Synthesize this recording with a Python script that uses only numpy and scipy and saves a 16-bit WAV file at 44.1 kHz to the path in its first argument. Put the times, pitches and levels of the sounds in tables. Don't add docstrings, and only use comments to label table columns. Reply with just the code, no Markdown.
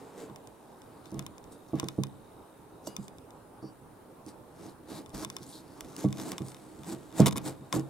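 import sys
import numpy as np
from scipy import signal
from scipy.fft import rfft, irfft, next_fast_len
from scipy.io import wavfile
from scipy.ndimage import uniform_filter1d

SR = 44100
rng = np.random.default_rng(int(sys.argv[2]) if len(sys.argv) > 2 else 0)


def convert_level_to_amplitude(level_db):
    exponent = np.asarray(level_db, float) / 20
    return 10 ** exponent


def store_wav(level_fs):
    pcm = np.round(np.clip(np.atleast_2d(level_fs), -1, 1) * 32767)
    wavfile.write(sys.argv[1], SR, pcm.T.astype(np.int16))


N = 347949


def evened(x):
    return x / np.sqrt(np.mean(x ** 2) + 1e-20)


def read(points, hz):
    f, value = np.transpose(points)
    return np.interp(np.log(hz + 1), np.log(f + 1), value)


def follow(points):
    s, db = np.transpose(points)
    return np.interp(np.arange(N) / SR, s, db, -150, -150)


def add(mix, s, sound):
    part = mix[..., round(s * SR):][..., :sound.shape[-1]]
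    part += sound[..., :part.shape[-1]]


def resonate(x, hz, width):
    return signal.lfilter(*signal.iirpeak(hz, hz / width, SR), x)


def resonate_twice(x, hz, width):
    return resonate(resonate(x, hz, width), hz, width)


def sing(rub, modes):
    return evened(sum(convert_level_to_amplitude(db) * evened(resonate_twice(rub, hz, width)) for hz, width, db in modes))


def glide(x, hz, width):
    turn = np.exp(2j * np.pi * np.cumsum(hz) / SR)
    r = np.exp(-np.pi * width / SR)
    smooth = signal.lfilter([(1 - r) ** 2], [1, -2 * r, r * r], x * turn.conj())
    return 2 * (turn * smooth).real


def ring(modes, t, rise, vary=0.95, apart=0., flip=1):
    hz, db, t60 = np.transpose(modes)[:, :, None]
    level, tune, phase = rng.standard_normal((len(modes), 3)).T[:, :, None]
    step = apart * phase * np.array([.5, -.5])[:, None, None]
    sines = np.sin(2 * np.pi * hz * (1 + 0.019 * vary * tune) * t + step)
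    signs = flip ** np.arange(len(modes))[:, None]
    waves = signs * convert_level_to_amplitude(db + 2 * vary * level - 60 * t / t60) * sines
    return waves.sum(1) * (1 - np.exp(-t / rise)) ** 2


def colour(x, gain):
    size = next_fast_len(N)
    return irfft(rfft(x, size) * gain(np.fft.rfftfreq(size, 1 / SR)), size)[..., :N]


# frequency in Hz, level in dB per Hz.
AIR = [(12, -45), (20, -28), (124, -7), (230, -14.5), (289, -0.5), (314, -15.5), (382, -7), (690, -14.5),
       (863, -12), (2010, -33.5), (3830, -37.5), (6170, -42), (9150, -34), (15200, -40.5), (16500, -50)]
# frequency in Hz, width in Hz, level in dB.
WHINE = [(9040, 200, -78.5), (10530, 340, -84), (1290, 520, -72.5)]
# frequency in Hz, likeness from 0 to 1.
AIR_SAME = [(60, 0.87), (180, 0.91), (550, 0.6), (1650, 0.48), (4970, 0.031), (15000, 0.043)]
# frequency in Hz, left minus right in dB.
AIR_BALANCE = [(60, -3.5), (240, -3), (950, -0.5), (3770, 0), (15000, -1.5)]


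def air():
    frames, hz = N // 256 + 5, np.fft.rfftfreq(1024, 1 / SR)
    a, b, c, d, patches = rng.standard_normal((frames, 513, 5)).T
    patches = evened(uniform_filter1d(uniform_filter1d(patches, 12, 0), 14, 1))
    same = np.clip(read(AIR_SAME, hz), -1, 1)[:, None]
    left, other = a + 1j * b, c + 1j * d
    z = np.array([left, same * left + np.sqrt(1 - same ** 2) * other])
    lean_db = read(AIR_BALANCE, hz)[:, None] / 2
    z *= convert_level_to_amplitude(read(AIR, hz)[:, None] + 1.8 * patches + np.array([lean_db, -lean_db]))
    hum = convert_level_to_amplitude(-53) * evened(signal.istft(z, nperseg=1024, noverlap=768)[1][:, :N])
    hiss = rng.standard_normal((2, N))
    return hum + sum(convert_level_to_amplitude(db) * evened(resonate_twice(hiss, f, width)) for f, width, db in WHINE)


# time in seconds, level in dB.
MOTOR_LEVEL = [(0, -85), (2.1, -73.5), (3.5, -92), (5.0, -93), (7.5, -76)]


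def motor():
    ticks_per_s, housing_hz, width_hz = 67.3, 3750, 320
    t = np.arange(N) / SR
    puffs = np.exp(-(t * ticks_per_s % 1) / 0.15) * rng.standard_normal((2, N))
    ringing = resonate_twice(puffs[0] + 1.8 * puffs, housing_hz, width_hz)
    return convert_level_to_amplitude(np.interp(t, *np.transpose(MOTOR_LEVEL))) * evened(ringing)


# frequency in Hz, time to fall 60 dB in seconds.
ROOM = [(100, 0.67), (1000, 0.24), (10000, 0.008)]


def room(x):
    taps = np.zeros((2, SR // 2))
    at = np.arange(120, SR // 2 - 20, 20)
    at = at + rng.integers(0, 20, (2, len(at)))
    np.put_along_axis(taps, at, rng.choice([-1., 1.], at.shape), 1)
    hz, t, z = signal.stft(taps, SR, nperseg=256)
    tail = signal.istft(z * convert_level_to_amplitude(-60 * t / read(ROOM, hz)[:, None]), SR, nperseg=256)[1]
    return signal.fftconvolve(x[None], tail / np.linalg.norm(tail[0]), axes=1)[:, :N]


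# delay in milliseconds, gain.
ECHOES = [
    [(.5, -0.03), (1.6, -0.15)],
    [(.8, -0.088), (2.1, 0.21)],
]


def echoed(x):
    return [one + sum(g * np.roll(one, round(ms * SR / 1000)) for ms, g in taps) for one, taps in zip(x, ECHOES)]


# time in seconds, level in dB.
HAND = [(0, -54), (.12, -54), (.2, -45.5), (.28, -51.5), (.34, -58)]


def hand():
    rub = rng.standard_normal(N)
    skin = evened(resonate(rub, 443, 54) + 0.051 * resonate(rub, 550, 160))
    return convert_level_to_amplitude(follow(HAND)) * skin


# frequency in Hz, level in dB, time to fall 60 dB in seconds.
TABLE = [(104.3, 1, 0.1), (136.9, 3.5, 0.28)]
BOARD = [(175.7, -1, 0.12), (202, 3.5, 0.12), (246, -2, 0.14)]
BODY = [(233, -20, 0.014), (273.4, 6.5, 0.07), (310.6, 9.5, 0.077), (382, -5.5, 0.15), (437, -3, 0.085),
        (509.5, -6, 0.08), (631, -2, 0.038), (790, -17.5, 0.18), (1114, -14.5, 0.12)]
KNOCK = [(554, -11, 0.028), (700, -20, 0.021)]
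SWAY = [(48, 12, 0.16)]
# start in seconds, blow in dB, weight passed into the wood in dB against the blow.
ROCKS = [(0.296, -41, -3), (1.122, -35.5, -4), (1.143, -34, -6), (1.165, -37, 0), (1.731, -30.5, 1.5),
         (1.737, -25.5, -10), (1.747, -29.5, -9), (1.829, -32, -1), (1.847, -40, -1), (1.981, -30.5, 2.5),
         (1.988, -30.5, 1), (2.985, -39.5, 3.5), (5.137, -45, 5), (5.252, -42, -2), (5.404, -42, -3.5),
         (6.043, -30, -9), (6.049, -24.5, 2), (6.404, -31.5, 0), (6.792, -54, 11), (7.197, -25, 0),
         (7.2032, -15.5, 2), (7.357, -40, 6), (7.3605, -30, -8), (7.46, -36.5, -3), (7.594, -45.5, 4),
         (7.738, -32, -5), (7.744, -27, -4), (7.761, -21.5, -6.5), (7.789, -28.5, -10)]
# start in seconds, blow in dB.
JOLTS = [(2.871, -37), (3.626, -34), (3.641, -39), (4.264, -39), (4.595, -43), (4.656, -39.5), (4.915, -39),
         (4.999, -39), (5.845, -39.5), (6.928, -32.5)]
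# start in seconds, level in dB.
PUSHES = [
    (1.16, -51),
    (5.135, -47),
    (5.82, -56),
]


def thumps():
    jolt_weight_db, table_db = -9, -3.5
    out, t = np.zeros((2, N)), np.arange(SR // 4) / SR
    for s, db, weight_db in ROCKS + [(s, db, jolt_weight_db) for s, db in JOLTS]:
        s += .0012
        wood_db = db + weight_db
        add(out, s, convert_level_to_amplitude(db - 6.0) * ring(BODY, t[:SR // 8], 0.0011, apart=0.39))
        add(out, s, convert_level_to_amplitude(db) * ring(KNOCK, t[:SR // 16], 0.00029, vary=1.1, apart=1.4))
        add(out, s, convert_level_to_amplitude(wood_db + 1.1) * ring(BOARD, t[:SR // 6], 0.0023, apart=0.048))
        add(out, s, convert_level_to_amplitude(wood_db + table_db) * ring(TABLE, t, 0.0015, apart=0.49))
    out = signal.lfilter(*signal.butter(2, 75, "high", fs=SR), out)
    for s, db in PUSHES:
        add(out, s, convert_level_to_amplitude(db) * ring(SWAY, t, 0.0066, apart=.6))
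    return out


# start in seconds, touch in dB, weight in dB.
LANDINGS = [(1.7342, -29, -22), (1.8317, -31, -25), (1.9829, -32, -18.5), (6.0441, -18.5, -15),
            (7.1983, -9.5, -4.5), (7.7389, -25, -24)]


def landings():
    touch_hz, weight_hz, weight_lag_s = 480, 286, 0.00628
    out, t = np.zeros(N), np.arange(-300, 300) / SR
    u = 2 * np.pi * touch_hz * t - np.pi / 2
    w = (np.pi * weight_hz * t) ** 2
    touch = -np.sin(u) * np.exp(-u ** 2 / 8.2)
    crest = (1 - 2 * w) * np.exp(-w)
    for s, touch_db, weight_db in LANDINGS:
        add(out, s + t[0], convert_level_to_amplitude(touch_db) * touch)
        add(out, s + weight_lag_s + t[0], convert_level_to_amplitude(weight_db) * crest)
    return out


# frequency in Hz, width in Hz, level in dB.
WHET_MODES = [(4640, 77, -5), (5270, 36, 0), (6440, 97, -6), (7740, 47, 1), (9210, 100, 6)]
# start in seconds, length in seconds, level in dB.
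WHETS = [
    (4.257, .06, -64),
    (4.58, 0.15, -71),
]


def whets():
    out = np.zeros(N)
    for s, length, db in WHETS:
        rub = rng.standard_normal(round(length * SR))
        add(out, s, convert_level_to_amplitude(db) * sing(rub, WHET_MODES) * signal.windows.tukey(len(rub), .4))
    return out


# frequency in Hz, level in dB, time to fall 60 dB in seconds.
BLADE = [(630, 10, 0.021), (950, 3.5, 0.024), (5600, 0, 0.025), (2880, -20, 0.33), (4600, -8, 0.06),
         (4885, -23, 0.75), (9960, -25, 0.4), (6325, -2, 0.028), (7370, -6, 0.045), (8025, -2, 0.03),
         (11470, -14, .04), (13210, -11, .065)]
# start in seconds, level in dB.
TINK = (2.872, -36)
# frequency in Hz, width in Hz, level in dB.
CHATTER_MODES = [(4590, 96, -2), (5100, 500, -3), (5600, 300, -6)]
# time in seconds, level in dB.
CHATTER = [(3.612, -85), (3.63, -65), (3.665, -64), (3.69, -65), (3.73, -86)]


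def blade():
    out, t = np.zeros((2, N)), np.arange(SR // 2) / SR
    add(out, TINK[0], convert_level_to_amplitude(TINK[1]) * ring(BLADE, t, 0.00045, vary=0))
    return out + convert_level_to_amplitude(follow(CHATTER)) * sing(rng.standard_normal(N), CHATTER_MODES)


# time of full speed in seconds,
# run-up in seconds, hold in seconds, hiss in dB, squeal of the gripped blade in Hz.
CUTS = [(.2, 0.13, 0.041, -59.5, 7450), (4.287, 0.053, 0.0061, -60, 5250), (4.64, 0.25, 0.031, -62.5, 5770),
        (4.905, 0.053, 0.085, -54.5, 4200), (5.985, 0.04, 0.044, -52, 6450),
        (6.19, 0.079, 0.039, -51.5, 6100), (6.26, 0.16, .05, -51, 7800), (6.88, 0.069, 0.051, -51.5, 7850),
        (7.46, 0.018, 0.021, -45.5, 8200), (7.45, 0.059, .005, -53.5, 8000),
        (7.738, 0.025, 0.023, -44.5, 7500)]
SKIMS = [(1.07, 0.11, 0.0056, -65, 4000), (1.523, 0.024, 0.0029, -58.5, 8700),
         (1.688, .03, .005, -65.5, 6000), (2.868, 0.053, 0.0046, -54.5, 6000), (3.04, 0.2, .005, -62, 7500),
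         (4.66, .08, .035, -62, 4300), (5.43, 0.069, 0.0058, -57, 5000), (5.505, 0.16, 0.012, -54.5, 9900),
         (5.527, .05, 0.053, -55, 4070), (6.49, .15, 0.0046, -54.5, 8700)]
RIPS = [(5.146, 0.021, .097, -51.5, 5400), (7.19, 0.062, .018, -43, 7500), (7.212, .02, 0.009, -54, 7500),
        (7.259, 0.0018, 0.013, -36, 7000), (7.275, 0.011, 0.013, -38, 4040),
        (7.325, 0.011, 0.0056, -49.5, 7000), (7.361, 0.0032, 0.023, -51, 2600)]
GRINDS = [(1.2, 0.17, 0.01, -80.5, 5000), (1.79, 0.11, 0.0082, -75, 5000), (2.9, .1, 0.011, -82.5, 6000),
          (4.62, .15, 0.065, -82.5, 6000), (6.33, 0.13, 0.0015, -70.5, 8100),
          (7.385, .01, 0.014, -76.5, 6000), (7.5, .03, 0.026, -79, 8000),
          (7.208, 0.031, 0.004, -59.5, 7500)]
# force in dB over the hiss, fall in dB per second.
CUT = (9.9, 390)
SKIM = (0, 320)
RIP = (9.6, 3300)
GRIND = (32.2, 356)
# time in seconds, level in dB.
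CONTACT = [(0, -66.5), (.13, -73), (.31, -79), (1, -73.5), (1.3, -78), (1.72, -76), (1.86, -66),
           (2.1, -78.5), (3.2, -83.5), (5, -80), (5.3, -67), (5.65, -70), (5.95, -62.5), (6.08, -70),
           (6.43, -66), (7.07, -67.5), (7.25, -77), (7.89, -71)]


def strokes():
    run_up_db, rumble_share = 26.5, 0.7
    rest_db, rest_rumble_db, rest_share = -73, -58, 0.66
    t = np.arange(0, N + 32, 32) / SR
    hiss_db = np.interp(t, *np.transpose(CONTACT))
    rumble_db = rest_rumble_db + rest_share * (hiss_db - rest_db)
    for rows, (force_db, fall) in (CUTS, CUT), (SKIMS, SKIM), (RIPS, RIP), (GRINDS, GRIND):
        for s, rise, hold, db, hz in rows:
            under = np.maximum(run_up_db * (s - t) / rise, 0) + np.maximum(fall * (t - s - hold), 0)
            hiss_db = np.maximum(hiss_db, db - under)
            rumble_db = np.maximum(rumble_db, db + force_db - rumble_share * under)
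    s, _, hold, _, hz = np.transpose(sorted(CUTS + SKIMS + RIPS))
    squeal_hz = np.interp(t, np.ravel([s, s + hold], "F"), np.repeat(hz, 2))
    return (np.interp(np.arange(N) / SR, t, curve) for curve in (hiss_db, rumble_db, squeal_hz))


# frequency in Hz, level in dB per Hz.
SCRAPE = [(2000, -43), (2900, -14), (3700, 1.5), (5500, -2.5), (8000, 0.5), (11000, -2), (14000, -8.5),
          (15600, -14), (16300, -43)]
CRUNCH = [(500, -5.5), (900, 11), (1500, 3), (2300, -12), (3200, -30), (5000, -13)]


def slides():
    hiss_db, rumble_db, squeal_hz = strokes()
    grip = convert_level_to_amplitude(2.2 * evened(uniform_filter1d(rng.standard_normal(N), 100)))
    sizes = convert_level_to_amplitude(2.4 * np.minimum(rng.exponential(1, N), 5))
    grains = rng.standard_normal((3, N)) * sizes * (rng.random(N) < .4)
    grains = grip * (grains[0] + 0.29 * grains[1:])
    hiss = evened(colour(grains, lambda hz: convert_level_to_amplitude(read(SCRAPE, hz))))
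    squeal_db = .45 * (hiss_db - rumble_db) - 3.5
    hiss = hiss + convert_level_to_amplitude(squeal_db) * evened(glide(hiss, squeal_hz, 2100))
    crunch = evened(colour(grains, lambda hz: convert_level_to_amplitude(read(CRUNCH, hz))))
    crunch_db = 0.62 * hiss_db + 0.65 * rumble_db + 3.5
    shove = rng.standard_normal((3, N)) * np.sqrt(grip)
    shove = shove[0] + 0.5 * shove[1:]
    modes = BOARD + BODY[1:]
    rumble = evened(sum(convert_level_to_amplitude(db) * np.sqrt(t60) * resonate(shove, hz, 1.47 / t60) for hz, db, t60 in modes))
    return convert_level_to_amplitude(hiss_db) * hiss + convert_level_to_amplitude(crunch_db) * crunch, convert_level_to_amplitude(rumble_db) * rumble


# frequency in Hz, level in dB, time to fall 60 dB in seconds.
HOLLOW = [(1069, 7, 0.012), (1297, -6, 0.017)]
SHELL = [(2240, -5, 0.012), (2476, -10, 0.026), (3057, -6.5, 0.012), (3580, 1, 0.011)]
RIND = [(4910, 3, 0.007), (5425, 5, 0.005), (6070, 9, 0.0042), (7000, 11, 0.0025), (7700, 10, 0.0045),
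        (8730, 4, 0.004)]
EDGE = [(9900, 9.5, 0.0016), (10960, -6, 0.0051), (13260, -4, 0.0077), (15200, -6, .005)]
# frequency in Hz, left minus right in dB.
CUT_LEAN = [(2200, 2), (2900, 8.5), (3600, 12), (4300, 4), (5000, -10), (5700, 9), (7300, -16), (8600, -3)]
BREAK_HZ = (2600, 9300)
# hollow in dB, shell in dB, edge brightness in dB, front click in dB.
CRACKS = [(0.3597, -37.5), (0.4726, -41.5), (0.8185, -46.5), (1.1929, -27.5), (1.2246, -47),
          (1.2646, -29.5), (1.381, -42.5), (1.441, -47), (1.7981, -22.5), (1.8422, -37), (1.8856, -25),
          (2.0356, -25), (2.0686, -44), (2.9653, -26), (3.0812, -37.5), (3.184, -45), (3.306, -46.5),
          (5.2478, -24.5), (5.3007, -29), (5.3275, -52), (5.366, -26.5), (6.127, -31.5), (6.1986, -32.5),
          (6.3813, -27), (7.7266, -19)]
CRACK = (-9, -7.5, -20, 0)
NICKS = [(1.106, -50), (1.1166, -44.5), (1.1433, -41.5), (1.7555, -45), (2.8707, -33), (4.2635, -43),
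         (5.0937, -46), (5.179, -41), (5.187, -42), (5.4308, -41), (5.438, -45), (5.9647, -30),
         (5.9816, -45), (6.0015, -54), (6.0085, -51), (6.04, -39), (6.4644, -43), (6.484, -37),
         (7.202, -22.5), (7.2583, -31), (7.3595, -43), (7.7959, -35)]
NICK = (-11, -17, -15.5, -8)
TEARS = [(5.8465, -48.5), (6.0478, -43), (6.0865, -47), (6.329, -45), (6.4193, -45), (6.518, -45),
         (6.5455, -42.5), (6.5674, -48), (6.834, -44), (6.845, -47), (6.949, -52), (7.126, -48),
         (7.2665, -21), (7.3101, -34), (7.3745, -36), (7.455, -41.5)]
TEAR = (-4, -4, -12.5, -12)
PIPS = [(1.057, -43.5), (1.068, -54), (1.775, -56), (1.787, -47), (5.0608, -43), (5.103, -50), (5.385, -46),
        (6.02, -48), (6.034, -45), (6.059, -50), (6.106, -50), (6.141, -51), (6.172, -42), (6.186, -43),
        (7.03, -54), (7.105, -54), (7.218, -33), (7.3258, -34), (7.33, -43)]
PIP = (-6, -4, -23, -8)
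POCKS = [(.298, -58), (1.8295, -48), (5.232, -49), (7.276, -50), (7.291, -54), (7.358, -43), (7.7268, -38),
         (7.7305, -44), (7.74, -45)]
POCK = (15, 0.5, -26, -15)
FLECKS = [(6.3905, -46), (7.2602, -20.5), (7.2655, -21.5), (7.2707, -21), (7.2800, -25), (7.2835, -27),
          (7.2890, -40), (7.3660, -31), (7.3732, -30), (7.3805, -28), (7.3865, -49), (7.7400, -46),
          (7.7600, -48)]
FLECK = (-6, -6, -8, -20)
SPLITS = [(5.8078, -31), (6.2168, -39), (6.3185, -27)]
SPLIT = (-9, -12, -22, 14)


def snaps():
    early = 44
    out, t = np.zeros((2, N)), np.arange(SR // 36) / SR
    lean_db = np.array([[-1], [1]]) * read(CUT_LEAN, np.fft.rfftfreq(len(t), 1 / SR))
    kinds = ((CRACKS, CRACK), (NICKS, NICK), (TEARS, TEAR), (PIPS, PIP), (POCKS, POCK),
             (FLECKS, FLECK), (SPLITS, SPLIT))
    front = signal.lfilter(*signal.butter(2, 1500, "high", fs=SR), signal.unit_impulse(len(t), idx=1))
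    band = signal.butter(2, BREAK_HZ, "band", fs=SR)
    for s, db, hollow_db, shell_db, edge_db, front_db in [row + tone for rows, tone in kinds for row in rows]:
        rind = convert_level_to_amplitude(-8.5) * ring(RIND, t, .00004, vary=.6, flip=-0.94)
        shell = convert_level_to_amplitude(shell_db + 2.0) * ring(SHELL, t, .00006, vary=.5, apart=.5)
        edge = convert_level_to_amplitude(edge_db + 8.0) * ring(EDGE, t, .00003, vary=.4)
        click = convert_level_to_amplitude(front_db) * front
        add(out, s, convert_level_to_amplitude(db + hollow_db + 9.0) * ring(HOLLOW, t, 0.0022, vary=.4, apart=1.5))
        fibres = np.diff(rng.standard_normal(len(t) + 1)) * convert_level_to_amplitude(-38 - 60 * t / 0.015)
        burst = evened(rng.standard_normal(len(t)) * convert_level_to_amplitude(-60 * t / 0.0076) * (1 - np.exp(-t / 0.00026)))
        burst = convert_level_to_amplitude(-21.0) * signal.lfilter(*band, burst)
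        snap = np.roll(convert_level_to_amplitude(db) * (rind + shell + edge + click + fibres + burst), early, axis=1)
        share, lag = (1, 9) if s < 5.5 else (0.28, 1)
        shade = np.sqrt(2 / (1 + convert_level_to_amplitude(2 * share * lean_db)))
        left, right = irfft(rfft(snap) * shade, len(t))
        add(out[0], s - early / SR, left)
        add(out[1], s + (lag - early) / SR, right)
    return out


# frequency in Hz, left minus right in dB.
PORT_BALANCE = [(60, -4), (180, -3.5), (550, -2), (1650, 1.5), (4970, 2.5), (15000, -2)]


def scene():
    hiss, rumble = slides()
    hiss = np.array([hiss[0], np.roll(hiss[1], 1)])
    bass = thumps() + landings() + rumble + hand()
    treble = hiss + snaps() + blade() + whets()
    sign = np.array([[.5], [-.5]])
    ports = colour(bass + echoed(treble), lambda hz: convert_level_to_amplitude(sign * read(PORT_BALANCE, hz)))
    return ports + convert_level_to_amplitude(-20.5) * room(bass[0] + treble[0]) + air() + motor()


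def low_pass(x):
    return signal.sosfilt(signal.butter(12, 16820, fs=SR, output="sos"), x)


def record(dry):
    edge = signal.firwin(255, 16100, window=("kaiser", 5), fs=SR)
    finished = signal.oaconvolve(dry, edge[None], "same")
    return low_pass(finished)


dry = scene()
out = record(dry)
store_wav(out)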